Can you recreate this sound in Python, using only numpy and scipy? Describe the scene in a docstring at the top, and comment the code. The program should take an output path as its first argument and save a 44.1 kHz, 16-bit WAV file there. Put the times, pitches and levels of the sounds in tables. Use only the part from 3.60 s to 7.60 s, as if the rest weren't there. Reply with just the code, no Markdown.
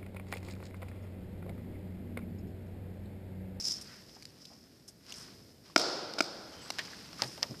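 """A paper-lined tray in a quiet room, close to a small microphone: steel tweezers move larvae about.
The tips scratch among crumbs, slide over the paper, tick and squeak faintly; set down, they ring
the steel and knock the tray, and a long, soft reverberation follows. Near the end the steel arms
snap and rattle. Faint room noise and a few low handling bumps lie underneath."""
import sys
import numpy as np
from scipy import signal
from scipy.fft import rfft, irfft, next_fast_len
from scipy.io import wavfile
from scipy.ndimage import map_coordinates

SR = 44100
rng = np.random.default_rng(int(sys.argv[2]) if len(sys.argv) > 2 else 0)


def put_to_file(sound):
    """Save the sound as 16-bit audio at rate SR, in the file named by the first command-line argument."""
    columns = np.atleast_2d(sound).T  # one column per channel
    safe = np.clip(columns, -1, 1)
    whole_steps = np.round(safe * 32767)
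    wavfile.write(sys.argv[1], SR, whole_steps.astype(np.int16))


N = 176400

# Noise colours. Each row: frequency in Hz, relative spectral level in dB.
ROOM_COLOUR = [(25, -35), (50, -2.5), (213, 3), (403, -4.5), (700, -13), (1260, -36), (1360, -27),
               (1870, -25.5), (2710, -31.5), (4030, -25), (6000, -27), (14000, -26)]  # low room noise
GRIT_COLOUR = [(1180, -29), (2910, -24.5), (4300, -14.5), (4750, -3), (5120, 5.5), (6000, -8.5),
               (8590, -22.5), (12700, -29), (14000, -34)]  # steel scratching
PAPER_COLOUR = [(200, -2), (700, 1), (1400, 1.5), (2500, -0.5), (3800, -0.5), (5100, 7.5), (6500, -4.5),
                (9500, -16), (14000, -21.5)]  # steel sliding on paper
BRUSH_COLOUR = [(2000, -19.5), (4200, -13.5), (5300, 5), (6800, -9), (8500, -4), (11000, -13), (14000, -22)]  # light brushes and crackling crumbs
CONTACT_COLOUR = [(200, -5), (1000, -4), (1800, -12), (2300, -1.5), (3100, -6.5), (4200, -2), (5100, 6),
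                  (6300, -11), (8000, -16), (10000, -24.5), (14000, -28)]  # the bite of a tap or snap
RATTLE_COLOUR = [(150, -24), (500, -3), (1400, -2.5), (1850, 8.5), (2200, 1), (3500, 0.5), (5000, -2),
                 (6500, -11.5), (9000, -26), (14000, -26)]  # the arms rattling
THUD_COLOUR = [(60, -44), (150, -4), (350, -11), (550, 5.5), (780, 1), (910, 4), (1100, -6), (1600, -9),
               (4000, -26)]  # the dull body of a click
BUMP_COLOUR = [(80, -57), (115, 17.5), (170, -4), (270, 8.5), (420, -4.5), (700, -6), (2000, -53)]  # handling
TAIL_COLOUR = [(59, -40), (100, -17.5), (229, -11.5), (318, -1), (656, -2), (895, -4), (1150, -8.5),
               (1410, -2), (1770, -14.5), (3030, -17), (3360, -13.5), (4050, -10), (5190, 2.5), (6250, -11),
               (14000, -40.5)]  # the reverb wash
# Fader rides. Each row: time in seconds, level in dB.
ROOM_FADER = [(0, -53.5), (.6, -58.5), (1.3, -61), (1.7, -56), (2.05, -59.5), (4, -53.5)]  # room noise
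SCRATCH_FADER = [(0, -41), (.04, -38), (.06, -31), (.09, -35), (.135, -38), (.2, -56), (.46, -67),
                 (.535, -57.5), (.58, -63), (.76, -78), (.82, -58), (.95, -64), (1.1, -71.5), (1.43, -73.5),
                 (1.52, -51.5), (1.75, -66), (2, -73), (3.5, -73), (3.68, -53.5), (3.95, -58), (4, -51.5)]  # tips among crumbs
SLIDE_FADER = [(0, -58), (.31, -56), (.45, -61.5), (1.4, -69.5), (1.5, -53.5), (1.7, -57.5), (1.95, -68),
               (2.03, -71), (2.06, -55.5), (2.15, -66), (2.85, -58.5), (3.06, -52.5), (3.14, -54),
               (3.21, -49), (3.45, -53), (3.56, -55.5), (3.605, -44.5), (3.66, -51), (3.8, -55.5), (4, -58)]  # tips on paper
# Noise strokes. Each row: start in seconds, length in seconds, level in dB.
BRUSH_CUES = [(.211, 0.022, -50), (1.278, 0.026, -50), (1.555, .09, -54), (3.63, 0.15, -55.5)]  # light brushes over the paper
BUMP_CUES = [(3.62, 0.079, -46), (3.893, 0.046, -43.5), (3.93, 0.048, -54.5)]  # soft handling bumps
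# Soft nudges. Each row: start in seconds, t60 in seconds, pitch in Hz, level in dB.
NUDGE_CUES = [(0.268, 0.51, 1650, -52), (.564, 0.056, 780, -46.5), (.9, 0.16, 770, -52.5),
              (1.68, 0.04, 1350, -50.5), (2.098, 0.025, 970, -46.5), (3.058, 0.042, 1280, -46),
              (3.278, 0.024, 1420, -40), (3.328, 0.062, 1620, -43.5), (3.59, 0.12, 1270, -39.5),
              (3.939, 0.06, 1340, -46.5)]
# Tips ticking on crumbs and on each other.
# Each row: start in seconds, level in dB, pitch in Hz, contact length in seconds.
TICK_CUES = [(0.495, -45.5, 4950, 0.00056), (0.6244, -40.5, 2300, 0.0017), (0.6296, -41.5, 5870, 0.0016),
             (0.6542, -31, 4850, 0.0008), (.853, -44, 5500, 0.0065), (1.465, -48.5, 5540, 0.0017),
             (1.497, -38.5, 5440, 0.0009), (1.506, -41, 5100, 0.0011), (1.523, -31.5, 2920, 0.0013),
             (1.526, -34.5, 3430, 0.00096), (1.541, -38, 5640, 0.001), (2.537, -36.5, 5100, 0.0027),
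             (3.1033, -26, 2730, 0.00065)]
# Tips meeting the tray. Each row: start in seconds, level in dB, knock in dB relative to that level,
# contact length in seconds, reverb send in dB.
TAP_CUES = [(2.161, -13, 1.5, 0.0037, 2.5), (2.584, -34, 4.5, 0.0049, 0), (2.5875, -30, -20, 0.005, -6.5),
            (2.591, -32.5, -3, 0.0061, -13), (2.6055, -20.5, 4, 0.005, -5),
            (3.1037, -26.5, -11, 0.0043, -7), (3.53, -45, -5.5, 0.0048, -8)]
# Ringing modes. Each row: pitch in Hz, relative level in dB, t60 in seconds.
STEEL_MODES = [(2520, -35, 0.02), (5053, 3, 0.014), (5800, -16, 0.014), (7760, -13, 0.015)]  # the bright tweezers
TRAY_MODES = [(325, -1.5, 0.022), (656, 0.5, 0.018), (830, -4.5, 0.01), (1393, 3.5, .017),
              (2232, -1.5, 0.012), (3390, -19, 0.011)]  # the knock of the tray
# Squeaks of sliding steel. Each row: start in seconds, length in seconds, pitch in Hz, level in dB.
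SQUEAK_CUES = [(2.913, 0.13, 3080, -62.5), (3.002, 0.089, 7900, -62)]
# Clicks of the steel arms.
# Each row: start in seconds, snap in dB, rattle in dB, thud in dB, rattle t60 in seconds.
CLICK_CUES = [(3.1859, -19.5, -32, -48.5, 0.098), (3.192, -22, -29.5, -64, 0.031),
              (3.6207, -10.5, -39, -35, 0.059), (3.635, -25, -38.5, -43, 0.057),
              (3.644, -27, -57, -48, 0.028), (3.777, -39, -44, -46.5, 0.022),
              (3.8245, -32, -61, -39, 0.026), (3.8292, -8.5, -30.5, -53, 0.04),
              (3.8336, -33, -57, -45, 0.022)]
# Early reflections off the walls. Each row: delay in seconds, relative level in dB.
REFLECTIONS = [(0.0165, -3.5), (0.034, -3), (.0415, -15), (0.0524, -8.5)]
# The diffuse tail. Each row: low edge in Hz, high edge in Hz, t60 in seconds, return gain in dB.
TAIL_BANDS = [(96, 732, 1.76, -3.5), (1030, 2950, 2, -12), (3450, 4440, 1.25, -0.5),
              (6560, 20000, 0.87, -6)]

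TAP_ATTACK_S, STEEL_ATTACK_S = 0.00039, 0.0032
TOP_HZ = 14200


def amp(db):
    """Decibels to gain."""
    return 10 ** (np.asarray(db) / 20)


def unit(x):
    """Scale to rms 1."""
    return x / np.sqrt(np.mean(x ** 2) + 1e-20)


def fader(points):
    """Gain per sample from (s, dB) points."""
    return amp(np.interp(np.arange(N) / SR, *np.transpose(points)))


def filtered(x, response):
    """Filter x by a gain given as a function of Hz."""
    size = next_fast_len(len(x) + 8192)
    return irfft(rfft(x, size) * response(np.fft.rfftfreq(size, 1 / SR)), size)[:len(x)]


def eq(x, colour):
    """Shape x with (Hz, dB) points joined on a log frequency axis."""
    hz, db = np.transpose(colour)
    return filtered(x, lambda f: amp(np.interp(np.log(f + 1), np.log(hz + 1), db)))


def band(x, low_hz, high_hz):
    """Steep band-pass."""
    return filtered(x, lambda f: ((1 + (low_hz / (f + 1)) ** 10) * (1 + (f / high_hz) ** 10)) ** -.5)


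def noise(colour, size):
    """Coloured noise of rms 1."""
    return unit(eq(rng.standard_normal(size), colour))


def resonance(hz, width, size):
    """Noise of rms 1 around one pitch; width is a share of the pitch."""
    white = rng.standard_normal(size)
    return unit(filtered(white, lambda f: 1 / (1 + (np.log((f + 1) / hz) / width) ** 2)))


def wobble(rate):
    """A smooth random curve, rate knots a second."""
    return map_coordinates(rng.standard_normal(int(N * rate / SR) + 4), [np.arange(N) * rate / SR])


def grains(colour, rate, spread_db, hiss):
    """Tiny slips of random size, about rate a second, on a bed of hiss; rms 1."""
    slips = (rng.random(N) < rate / SR) * rng.choice([-1, 1], N) * amp(spread_db * rng.random(N))
    return unit(eq(unit(slips) + hiss * rng.standard_normal(N), colour))


def ring(modes, t, attack_s, scatter_db=0.7):
    """Damped modes, balanced a little differently at each blow."""
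    partials = (amp(db + scatter_db * rng.normal() - 60 * t / t60) * np.sin(2 * np.pi * hz * t)
                for hz, db, t60 in modes)
    return sum(partials) * (1 - np.exp(-t / attack_s))


def add(track, start, sound):
    """Mix a sound in at start seconds."""
    part = track[max(round(start * SR), 0):][:len(sound)]
    part += sound[:len(part)]


def strokes(cues, colour, rise_share):
    """Short swells of noise that rise quickly and fade."""
    out = np.zeros(N)
    for start, length, db in cues:
        progress = np.arange(SR // 4) / SR / length
        swell = (1 - np.exp(-progress / rise_share)) * np.exp(-progress ** 4)
        add(out, start, amp(db) * swell * noise(colour, len(swell)))
    return out


def room_noise():
    """A faint, low bed that slowly sinks and swells."""
    return fader(ROOM_FADER) * noise(ROOM_COLOUR, N)


def scratching(pitch_ratio=1.015):
    """Tips scratch among crumbs; the pressure flutters and the resonance wanders with the grip."""
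    low, high = (grains([(hz * shift, db) for hz, db in GRIT_COLOUR], rate=1600, spread_db=6.5, hiss=0.38)
                 for shift in (1 / pitch_ratio, pitch_ratio))
    grip = np.pi / 4 * (1 + np.tanh(wobble(20)))  # equal-power crossfade
    pressure = amp(wobble(29.2) + 2.55 * wobble(200))
    return fader(SCRATCH_FADER) * (np.cos(grip) * low + np.sin(grip) * high) * pressure


def sliding():
    """Tips slide over the paper with a soft, grainy hiss and a sparse crackle of crumbs."""
    crumbs = amp(-14.5) * grains(BRUSH_COLOUR, rate=76, spread_db=-12, hiss=0)
    paper = grains(PAPER_COLOUR, rate=700, spread_db=11, hiss=1.3) * amp(wobble(35))
    return fader(SLIDE_FADER) * (paper + crumbs)


def brushes():
    """Quick, bright swishes, roughened as the tips catch on the paper."""
    catching = unit(amp(3.5 * wobble(300)))
    return catching * strokes(BRUSH_CUES, BRUSH_COLOUR, rise_share=0.027)


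def nudges(rise_share=0.058):
    """Soft contacts that swell and fade in one resonance."""
    out, t = np.zeros(N), np.arange(SR // 2) / SR
    for start, t60, hz, db in NUDGE_CUES:
        swell = amp(db - 60 * t / t60) * (1 - np.exp(-t / (rise_share * t60)))
        add(out, start, swell * resonance(hz, width=0.27, size=len(t)))
    return out


def ticks(t60_s=0.01):
    """Tiny contacts of the tips: a brief chatter and one short ring."""
    out, t = np.zeros(N), np.arange(SR // 8) / SR
    for start, db, hz, length in TICK_CUES:
        chatter = amp(-1.5) * resonance(hz=4540, width=0.28, size=len(t)) * np.exp(-(t / length) ** 2)
        ping = ring([(hz, 0, t60_s)], t, TAP_ATTACK_S)
        add(out, start, amp(db) * (chatter + ping))
    return out


def taps(low_cut_hz=227):
    """Tips chatter, ring the steel and knock the tray, which radiates no bass; returns direct and send."""
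    direct, send, t = np.zeros(N), np.zeros(N), np.arange(SR // 8) / SR
    no_bass = signal.butter(4, low_cut_hz, "highpass", fs=SR, output="sos")
    for start, db, knock_db, length, send_db in TAP_CUES:
        chatter = amp(-1.5) * noise(CONTACT_COLOUR, len(t)) * np.exp(-(t / length) ** 2)
        steel = amp(6) * ring(STEEL_MODES, t, STEEL_ATTACK_S)
        knock = amp(knock_db) * ring(TRAY_MODES, t, TAP_ATTACK_S)
        blow = amp(db) * signal.sosfilt(no_bass, chatter + steel + knock)
        add(direct, start, blow)
        add(send, start, amp(send_db) * blow)
    return direct, send


def squeaks():
    """Steel slipping unevenly sings in a narrow resonance that swells and fades."""
    out = np.zeros(N)
    for start, length, hz, db in SQUEAK_CUES:
        swell = signal.windows.tukey(round(length * SR))
        tone = resonance(hz, width=0.026, size=SR // 2)[:len(swell)]
        add(out, start, amp(db) * swell * tone)
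    return out


def clicks(snap_hz=5060, snap_t60_s=0.003, crack_t60_s=0.014, thud_t60_s=0.11):
    """The steel arms snap hard, with a short rattle and a dull thud."""
    out, t = np.zeros(N), np.arange(SR // 4) / SR
    for start, snap_db, rattle_db, thud_db, rattle_t60 in CLICK_CUES:
        crack = noise(CONTACT_COLOUR, len(t)) * amp(-12 - 60 * t / crack_t60_s)
        snap = ring([(snap_hz, 0, snap_t60_s)], t, attack_s=0.00008)
        steel = amp(-15) * ring(STEEL_MODES, t, STEEL_ATTACK_S)
        rattle = noise(RATTLE_COLOUR, len(t)) * amp(rattle_db - 60 * t / rattle_t60)
        thud = noise(THUD_COLOUR, len(t)) * amp(thud_db - 60 * t / thud_t60_s)
        add(out, start, amp(snap_db) * (snap + steel + crack) + rattle + thud)
    return out


def bumps():
    """Handling makes soft, bassy swells."""
    return strokes(BUMP_CUES, BUMP_COLOUR, rise_share=0.14)


def reverb(send, predelay_s=0.0085, rise_s=0.009, smear_share=0.063, treble_loss_db_per_s=150):
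    """Each band dies away as an even wash; the later a wall reflection, the duller and more smeared."""
    t = np.arange(2 * SR) / SR
    wash, out = noise(TAIL_COLOUR, N), np.zeros(N)
    build = 1 - np.exp(-np.maximum(t - predelay_s, 0) / rise_s)
    for low, high, t60, db in TAIL_BANDS:
        decay = (build * amp(-60 * t / t60)) ** 2
        energy = signal.fftconvolve(band(send, low, high) ** 2, decay / decay.sum())[:N]
        out += amp(db) * np.sqrt(np.abs(energy)) * unit(band(wash, low, high))
    bright = eq(send, [(300, -33), (2200, -17.5), (5200, -7), (12000, 1)])
    for delay, db in REFLECTIONS:
        dull = filtered(bright, lambda f: amp(-treble_loss_db_per_s * delay * (f / TOP_HZ) ** 2))
        smear = rng.standard_normal(SR // 20) * np.exp(-t[:SR // 20] / (smear_share * delay))
        add(out, delay, amp(db) * signal.fftconvolve(dull, smear / np.linalg.norm(smear)))
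    return out


def scene():
    """The mono mix: tweezers up close, with the taps driving the reverb hardest."""
    tap, tap_send = taps()
    tick, click = ticks(), clicks()
    rub = scratching() + sliding() + brushes()
    wet = reverb(tap_send + amp(-12) * tick + amp(-28) * click + amp(-19) * rub)
    return (room_noise() + rub + nudges() + tick + tap + squeaks() + click + bumps() + wet)[None]


def record(dry):
    """The microphone sheds the deepest bass; the recorder keeps nothing above its band limit."""
    thin = signal.sosfilt(signal.butter(2, 45, "highpass", fs=SR, output="sos"), dry)
    return signal.sosfilt(signal.ellip(10, .1, 70, TOP_HZ, fs=SR, output="sos"), thin)


dry = scene()
out = record(dry)
put_to_file(out)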